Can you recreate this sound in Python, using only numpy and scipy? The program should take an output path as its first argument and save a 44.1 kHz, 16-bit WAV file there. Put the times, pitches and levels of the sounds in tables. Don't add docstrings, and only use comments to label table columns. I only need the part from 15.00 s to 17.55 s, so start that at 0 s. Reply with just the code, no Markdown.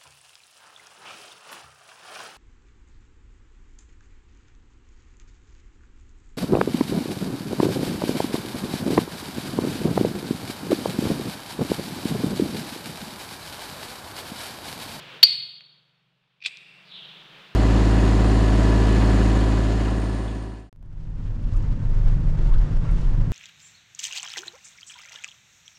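import sys
import numpy as np
from scipy import signal
from scipy.fft import rfft, irfft, next_fast_len
from scipy.io import wavfile
from scipy.ndimage import map_coordinates

SR = 44100
rng = np.random.default_rng(int(sys.argv[2]) if len(sys.argv) > 2 else 0)


def file_out(sig):
    cols = np.atleast_2d(sig).T
    lim = np.clip(cols, -1, 1)
    pcm = np.round(lim * 32767).astype(np.int16)
    wavfile.write(sys.argv[1], SR, pcm)


N = 112454


def amp(db):
    return 10 ** (np.asarray(db) / 20)


def unit(x):
    return x / np.sqrt(np.mean(x ** 2) + 1e-20)


def along(points, hz):
    freqs, values = np.transpose(points)
    return np.interp(np.log(hz + 1), np.log(freqs + 1), values)


def since(start_s):
    return np.maximum(np.arange(N) / SR - start_s, 0)


def curves(rows):
    times, *columns = np.transpose(rows)
    return [np.interp(since(0), times, column) for column in columns]


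def gesture(rows):
    times, db = np.transpose(rows)
    return amp(np.interp(since(0), times, db, left=-np.inf, right=-np.inf))


def burst(start_s, attack_s, t60_s):
    t = since(start_s)
    return (1 - np.exp(-t / attack_s)) * amp(-60 * t / t60_s)


def wobble(knots_per_s):
    knots = rng.standard_normal(int(N * knots_per_s / SR) + 4)
    return map_coordinates(knots, [since(0) * knots_per_s])


def filtered(x, response):
    size = next_fast_len(N + SR // 2)
    return irfft(rfft(x, size) * response(np.fft.rfftfreq(size, 1 / SR)), size)[:N]


def coloured(x, spectrum):
    return unit(filtered(x, lambda hz: amp(along(spectrum, hz))))


def noise(spectrum):
    return coloured(rng.standard_normal(N), spectrum)


def grit(grains_per_s=5700):
    return rng.standard_normal(N) * (rng.random(N) < grains_per_s / SR)


def click(start_s, level_db, pitch_hz, decay_cycles):
    t = since(start_s)
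    age = t * pitch_hz / decay_cycles
    return amp(level_db) * age ** 2 * np.exp(1 - age) * np.sin(2 * np.pi * pitch_hz * t)


# frequency_hz, gain_db
RUMBLE_SPECTRUM = [(20, -5.5), (50, 0), (90, -11), (200, -25.5), (1000, -68.5)]
def rumble(level_db=-95.5):
    return amp(level_db) * noise(RUMBLE_SPECTRUM)


# start_hz, relative_db
HUM_TONES = [(119, -3.5), (141, -4.5), (166, -3.5)]
# frequency_hz, gain_db
HUM_SPECTRUM = [(30, -30.5), (95, -30), (120, -0.5), (165, 0), (205, 0.5), (245, -14.5), (320, -13),
                (500, -29), (2000, -100)]
def hum(rise_hz_per_s=8.8, waver_db=2, noise_db=-7.5):
    t = since(0)
    tones = 0
    for hz, db in HUM_TONES:
        gain = amp(db + waver_db * wobble(2.7))
        cycles = hz * t + rise_hz_per_s * t * t / 2 + rng.random()
        tones += gain * np.sin(2 * np.pi * cycles)
    return tones + amp(noise_db) * noise(HUM_SPECTRUM)


# time_s, hiss_db, hum_db
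BACKGROUND_LEVELS = [(0, -44.5, -53), (.17, -45, -58), (.23, -50.5, -57.5), (.39, -60.5, -58.5),
                     (.5, -64, -67.5), (.75, -67.5, -72), (1.03, -72.5, -74.5), (1.39, -73, -75.5),
                     (1.52, -68, -70), (1.77, -58, -63.5), (2.1, -52, -59), (2.3, -51.5, -58.5),
                     (2.39, -49, -59.5), (2.55, -52, -62.5)]
# frequency_hz, gain_db
HISS_SPECTRUM = [(30, -18.5), (55, -8.5), (90, -19), (280, -7), (400, -3.5), (700, -5), (1500, -2.5),
                 (2000, -4.5), (2600, 0), (3500, -1.5), (4600, -12), (6500, -24.5), (10000, -32),
                 (15500, -29)]
def background():
    hiss_db, hum_db = curves(BACKGROUND_LEVELS)
    return amp(hum_db) * hum() + amp(hiss_db) * noise(HISS_SPECTRUM) + rumble()


# frequency_hz, t60_s
ROOM_T60 = [(200, 2.4), (2000, 0.66), (3500, 0.98), (4500, 0.6821), (6000, 0.4), (8000, 0.57),
            (10000, 0.55), (12500, 0.65)]
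# frequency_hz, gain_db
ROOM_COLOUR = [(200, -9), (1200, -8), (1700, -5.5), (2100, 3), (2800, 0.5), (3800, -2), (4450, -4),
               (5000, -5), (6000, -2.5), (7500, 1), (10000, 2), (12200, -1), (14000, -13.5)]
def reverberation(x, delay_s=0.0027, build_s=0.0083):
    hz, t, spectra = signal.stft(rng.standard_normal(N), SR, nperseg=256)
    decay = amp(-60 * t / along(ROOM_T60, hz)[:, None])
    tail = signal.istft(spectra * decay, SR, nperseg=256)[1][:N]
    tail *= 1 - np.exp(-since(delay_s) / build_s)
    tail = filtered(tail / np.linalg.norm(tail), lambda f: amp(along(ROOM_COLOUR, f)))
    return signal.fftconvolve(x, tail)[:N]


# delay_s, gain_db
WALL_ECHOES = [(.041, -24), (.056, -24), (0.095, -26)]
def echoes(x):
    return filtered(x, lambda hz: sum(amp(db) * np.exp(-2j * np.pi * hz * delay_s)
                                      for delay_s, db in WALL_ECHOES))


# start_s, level_db, pitch_hz
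CASE_TICKS = [(0.6079, -36, 2700), (1.5720, -33, 4400)]
def ticks():
    return sum(click(s, db, hz, decay_cycles=0.33) for s, db, hz in CASE_TICKS)


# time_s, level_db, centre_hz, width_hz
JET_BAND = [(1.84, -70, 4710, 1200), (1.89, -57.5, 4200, 1300), (1.922, -47, 3580, 850),
            (1.955, -41.5, 3580, 896), (1.99, -42.5, 3350, 1060), (2.05, -45, 3300, 1260),
            (2.16, -49.5, 3330, 1180), (2.3, -57.5, 3365, 1228), (2.55, -69, 3200, 1197)]
def jet(flutter_db=1.74):
    level_db, centre_hz, width_hz = curves(JET_BAND)
    hz, t, spectra = signal.stft(rng.standard_normal(N), SR, nperseg=512)
    centre_hz, width_hz = np.interp(t, since(0), centre_hz), np.interp(t, since(0), width_hz)
    detuning = 2 * np.abs(hz[:, None] - centre_hz) / width_hz
    band = 1 / (1 + detuning ** 3) / np.sqrt(width_hz)
    hiss = unit(signal.istft(spectra * band, SR, nperseg=512)[1][:N])
    started = since(JET_BAND[0][0]) > 0
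    return hiss * amp(level_db + flutter_db * wobble(90)) * started


# time_s, level_db
WHISTLE_LEVELS = [(1.48, -70), (1.51, -52), (1.6, -56.5), (1.79, -57.5), (1.88, -76)]
def whistle(pitch_hz=2716, width_hz=150):
    tone = filtered(rng.standard_normal(N), lambda hz: 1 / (1 + (2 * (hz - pitch_hz) / width_hz) ** 2))
    return gesture(WHISTLE_LEVELS) * unit(tone)


# frequency_hz, gain_db
FLARE_SPECTRUM = [(40, -60), (200, -20), (1200, -22), (2050, -8), (2420, 1), (2700, -7), (2950, -8.5),
                  (3700, -9), (4100, -20), (4700, -13.5), (6500, -33), (8000, -28), (8400, -28),
                  (8900, -35), (10000, -34.5), (15500, -47)]
def flare(level_db=-49.5, fade_db_per_s=27.5):
    envelope = burst(start_s=1.465, attack_s=0.012, t60_s=60 / fade_db_per_s)
    return amp(level_db) * envelope * noise(FLARE_SPECTRUM)


# start_s, level_db, t60_s
SPARK_BURSTS = [(1.4378, -47, .008), (1.4560, -45, 0.064), (1.4614, -30.5, 0.026), (1.4733, -39.5, .025),
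                (1.4790, -41, .01)]
# frequency_hz, gain_db
FIZZ_SPECTRUM = [(40, -55), (150, -20), (700, -2.5), (4000, -0.5), (6500, 2), (8300, 3.5), (10000, -16.5),
                 (12500, -19), (15500, -31)]
def sparks(attack_s=0.00094):
    envelope = sum(amp(db) * burst(s, attack_s, t60) for s, db, t60 in SPARK_BURSTS)
    return envelope * coloured(grit(), FIZZ_SPECTRUM)


# centre_hz, width_hz, gain_db
CASE_MODES = [(2448, 83, 4), (2900, 270, -12), (3530, 310, -17.5), (4940, 690, -19)]
def case_response(hz, low_cut_hz=700):
    modes = sum((-1) ** k * amp(db) * 1j * hz * width / (centre ** 2 - hz ** 2 + 1j * hz * width)
                for k, (centre, width, db) in enumerate(CASE_MODES))
    return hz / (hz + low_cut_hz) * modes


# start_s, level_db, t60_s
FLINT_CATCHES = [(1.4040, -55, 0.037), (1.4154, -45, .03), (1.4234, -36, 0.024), (1.4260, -52, 0.021),
                 (1.4367, -32.5, 0.026), (1.4487, -29, 0.033), (1.4551, -24, 0.014), (1.4597, -11.5, 0.016),
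                 (1.4638, -27, 0.027), (1.4746, -28, 0.018), (1.48, -29, .009), (1.4847, -18, 0.0045)]
# time_s, level_db
SCRAPE_LEVELS = [(1.39, -89), (1.434, -67), (1.446, -39), (1.457, -41), (1.463, -27), (1.47, -32.5),
                 (1.479, -44), (1.49, -69), (1.52, -82)]
# frequency_hz, gain_db
RASP_SPECTRUM = [(40, -60), (150, -27), (300, -23), (800, -20.5), (1600, -49), (2400, -2), (3500, 12),
                 (4600, 1), (5500, -2.5), (6500, -23), (8300, -26), (10500, -36), (15500, -56)]
def flint(attack_s=0.00085, catch_rasp_db=-11.5):
    catches = sum(amp(db) * burst(s, attack_s, t60) for s, db, t60 in FLINT_CATCHES)
    ring = catches * unit(filtered(grit(), case_response))
    rasp_envelope = gesture(SCRAPE_LEVELS) + amp(catch_rasp_db) * catches
    return ring + rasp_envelope * coloured(grit(), RASP_SPECTRUM)


LID_ATTACK_S = 0.00039
# start_s, level_db, t60_s
LID_CONTACTS = [(0.2284, -13, 0.051), (0.23, -4, 0.017), (0.234, -17, 0.0062)]
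# frequency_hz, gain_db
CRACK_SPECTRUM = [(25, -42), (60, -32), (300, -39.5), (560, -24), (750, -23), (1100, -23), (1600, -11),
                  (2100, -10.5), (3300, 6.5), (4600, -7.5), (5200, -12), (6200, -18), (9500, -23),
                  (11000, -33), (12000, -24.5), (13000, -32.5), (15500, -42)]
def lid_cracks():
    envelope = sum(amp(db) * burst(s, LID_ATTACK_S, t60) for s, db, t60 in LID_CONTACTS)
    knock = click(start_s=0.2308, level_db=-33, pitch_hz=640, decay_cycles=0.45)
    return envelope * noise(CRACK_SPECTRUM) + knock


# start_s, level_db, length_s
LID_SWINGS = [(0.2302, 1, 0.0039), (0.2355, 0, 0.0049)]
def lid_swing(pitch_hz=4403, edge_s=0.000293):
    def step(at_s):
        return 0.5 + 0.5 * np.tanh((since(0) - at_s) / edge_s)
    envelope = sum(amp(db) * step(s) * (1 - step(s + length)) for s, db, length in LID_SWINGS)
    onset_s = LID_SWINGS[0][0] - 2 * edge_s
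    return envelope * np.sin(2 * np.pi * pitch_hz * since(onset_s))


# pitch_hz, level_db, t60_s
LID_MODES = [(2109, -20, 0.027), (2527, -20, 0.046), (3160, -18.5, 0.045), (3550, -14.5, 0.015),
             (3747, -18, 0.018), (3980, -17, 0.033), (4450, -3.5, .09), (4738, -5, 0.14),
             (7400, -41, 0.036), (7920, -34, 0.048), (12150, -33, .03)]
def lid_ring(open_s=0.2335):
    t = since(open_s)
    return sum(amp(db) * burst(open_s, LID_ATTACK_S, t60) * np.sin(2 * np.pi * hz * t)
               for hz, db, t60 in LID_MODES)


def scene(ping_room_db=-9, crack_room_db=-15.5, strike_room_db=-16.5):
    ping = lid_swing() + lid_ring()
    crack = lid_cracks()
    strike = flint() + sparks() + ticks()
    lid_reverb = reverberation(amp(ping_room_db) * ping + amp(crack_room_db) * crack)
    strike_reverb = amp(strike_room_db) * reverberation(strike)
    reflections = echoes(ping) + lid_reverb + strike_reverb
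    flame = flare() + whistle() + jet()
    return (background() + reflections + flame + strike + crack + ping)[None]


# frequency_hz, gain_db
MIC_TREBLE = [(9000, 0), (12000, -2.5), (13300, -4.5), (16000, -4.5)]
def record(dry, ceiling=0.92, hardness=4.7, band_limit_hz=16000):
    x = signal.resample_poly(dry[0], 2, 1)
    x = x / (1 + np.abs(x / ceiling) ** hardness) ** (1 / hardness)
    x = signal.resample_poly(x, 1, 2)
    x = filtered(x, lambda hz: amp(along(MIC_TREBLE, hz)))
    return filtered(x, lambda hz: 1 / (1 + (hz / band_limit_hz) ** 80))[None]


dry = scene()
out = record(dry)
file_out(out)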